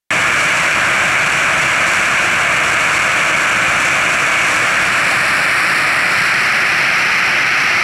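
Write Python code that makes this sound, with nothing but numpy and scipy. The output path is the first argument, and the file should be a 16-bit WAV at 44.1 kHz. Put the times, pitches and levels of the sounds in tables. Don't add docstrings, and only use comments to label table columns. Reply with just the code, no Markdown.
import sys
import numpy as np
from scipy import signal
from scipy.fft import rfft, irfft, next_fast_len
from scipy.io import wavfile

SR = 44100
rng = np.random.default_rng(int(sys.argv[2]) if len(sys.argv) > 2 else 0)


def waveform_to_disk(signal):
    frames = np.transpose(np.atleast_2d(signal))
    scaled = np.clip(frames, -1, 1) * 32767
    samples = np.round(scaled).astype(np.int16)
    wavfile.write(sys.argv[1], SR, samples)


N = 345303
TIME = np.arange(N) / SR
FFT_SIZE = next_fast_len(N)
BIN_HZ = np.arange(FFT_SIZE // 2 + 1) * SR / FFT_SIZE


def from_db(db):
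    return 10 ** (np.asarray(db) / 20)


def rms_one(x):
    return x / np.sqrt(np.mean(x ** 2) + 1e-20)


def equalise(x, gains):
    return irfft(rfft(x, FFT_SIZE) * gains, FFT_SIZE)[:N]


def coloured(x, colour):
    hz, db = np.transpose(colour)
    gain_db = np.interp(np.log(np.maximum(BIN_HZ, 1)), np.log(hz), db)
    return rms_one(equalise(x, from_db(gain_db)))


def drift(rate_hz):
    lowpass = 1 / (1 + (BIN_HZ / rate_hz) ** 2)
    return rms_one(equalise(rng.standard_normal(FFT_SIZE), lowpass))


def off_axis(flow, colours, turn):
    position = turn * (len(colours) - 1)
    weights = [np.maximum(1 - np.abs(position - k), 0) for k in range(len(colours))]
    return sum(weight * coloured(flow, colour) for weight, colour in zip(weights, colours))


def plume_rumble(turn, level_db=-25, side_loss_db=2.5):
    # frequency in Hz, relative level in dB.
    front = [(15, -55), (25, -51), (59, -9), (96, -8), (140, -2), (198, -4.5), (233, -10), (315, -4),
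             (377, -8), (407, -13), (472, -7.5), (591, -2), (719, -1.5), (860, -6.5), (900, -12),
             (1170, -35), (1980, -120)]
    side = [(15, -60), (25, -30), (96, -8), (158, -2), (227, -7), (252, -9.5), (271, -6.5), (301, -7.5),
            (377, -5), (465, -12.5), (487, -8.5), (763, -1), (900, -6), (1170, -20), (1980, -120)]
    rumble = off_axis(rng.standard_normal(N), [front, side], turn)
    return from_db(level_db - side_loss_db * turn) * rumble


def turbulence(eddies, depth_db):
    return rms_one(rng.standard_normal(N) * from_db(depth_db * eddies))


def droplets(surge, per_s, spread_db):
    bursts = rng.random(N) < per_s * from_db(3 * surge) / SR
    sizes = from_db(spread_db * np.minimum(rng.exponential(1, N), 4))
    return rms_one(bursts * sizes * rng.choice([-1, 1], N))


def lip_hiss(turn, level_db=-27, swell_db=0.5):
    # frequency in Hz, relative level in dB.
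    front = [(2800, -34), (3600, -12), (3800, -5), (4500, -1.5), (4750, -6.0), (5200, -6.0), (5600, -0.5),
             (6500, -3.0), (7800, -0.5), (9000, -9.5), (10000, -9.5), (12000, -18), (13000, -32),
             (14200, -20.5), (15500, -41.5)]
    oblique = [(2800, -34), (3600, -10), (4200, 0.5), (4950, -3.0), (5400, -1), (5800, -5), (6250, -19),
               (6700, -13), (7100, -10), (7700, -5), (8900, -11.5), (10400, -8.5), (12500, -21.5),
               (15500, -28.5)]
    side = [(2800, -35), (3600, -8), (4200, -0.5), (4850, -4), (5350, 0.0), (5950, -3.5), (6450, -15),
            (7500, -14), (8100, -13.5), (8800, -23), (10700, -14.5), (12200, -23), (13000, -37.5),
            (14200, -26), (15500, -45.0)]
    surge = drift(rate_hz=14)
    eddies = surge + 0.45 * drift(rate_hz=75)
    steam = turbulence(eddies, depth_db=0.4)
    spray = from_db(-12) * droplets(surge, per_s=2000, spread_db=1.0)
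    gain = from_db(level_db + swell_db * drift(rate_hz=3.7))
    return gain * off_axis(steam + spray, [front, oblique, side], turn)


def throat_roar(turn, level_db=-13):
    # frequency in Hz, relative level in dB.
    front = [(200, -90), (750, -31), (900, -13), (1020, -7.5), (1280, -3.0), (1650, -1.0), (1780, -2.5),
             (1850, -7.5), (1980, -6), (2250, 0.5), (2450, -2.5), (2650, -7.5), (2880, -9), (3120, -17),
             (3600, -19.5), (6500, -96)]
    oblique = [(200, -90), (750, -38), (900, -13), (1100, -6.5), (1230, -1), (1550, 0), (1880, 1),
               (2100, -2), (2330, 1), (2550, -3.5), (2750, -10), (3000, -12), (3250, -19.5), (3600, -19.5),
               (6500, -90)]
    side = [(200, -90), (750, -29), (900, -17), (1130, -11), (1260, -3.5), (1500, -3.0), (1800, -2.5),
            (2100, 1), (2400, -1.0), (2600, -4), (2800, -7.5), (3000, -13.5), (3150, -14), (3600, -26.5),
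            (6500, -90)]
    return from_db(level_db) * off_axis(rng.standard_normal(N), [front, oblique, side], turn)


def pipe_colour(steam, turn):
    # centre in Hz, width in Hz, gain in dB.
    bells = [(245, 30, -1), (327, 50, 0.5), (430, 40, -1.5), (634, 58, 2.2), (2205, 100, -0.3),
             (4740, 90, -5), (4960, 150, 2.5), (5060, 100, -7)]
    gain_db = sum(db * np.exp(-(2 * (BIN_HZ - hz) / width) ** 2) for hz, width, db in bells)
    tinted = equalise(steam, from_db(gain_db))
    return (1 - turn) * tinted + turn * steam


def scene(start_s=0.105):
    # time in seconds, turn from 0 (facing the vent) to 1 (side-on).
    turn_points = [(0, 0.03), (4.3, 0), (4.7, 0.12), (5.1, 0.35), (5.5, 0.5), (6.0, 0.56), (6.5, 0.79),
                   (7.1, 0.92), (7.8, 1.0)]
    turn = np.interp(TIME, *np.transpose(turn_points))
    steam = plume_rumble(turn) + throat_roar(turn) + lip_hiss(turn)
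    fade_in = np.clip((TIME - start_s) / 0.001, 0, 1)
    return (pipe_colour(steam, turn) * fade_in)[None]


def limiter(x, threshold_db, release_db_per_s, attack_s):
    over_db = np.maximum(20 * np.log10(np.abs(x) + 1e-9) - threshold_db, 0)
    release_db = release_db_per_s * TIME
    held_db = np.maximum.accumulate(over_db + release_db, axis=-1) - release_db
    pole = np.exp(-1 / (attack_s * SR))
    reduction_db = signal.lfilter([1 - pole], [1, -pole], held_db)
    return x * from_db(-reduction_db)


def record(dry):
    limited = limiter(dry * from_db(1.0), threshold_db=-7.0, release_db_per_s=902, attack_s=0.0002)
    noise_floor = from_db(-84) * rng.standard_normal(N)
    high_cut = signal.ellip(10, 0.1, 80, 15700, fs=SR, output="sos")
    return signal.sosfilt(high_cut, limited + noise_floor)


dry = scene()
out = record(dry)
waveform_to_disk(out)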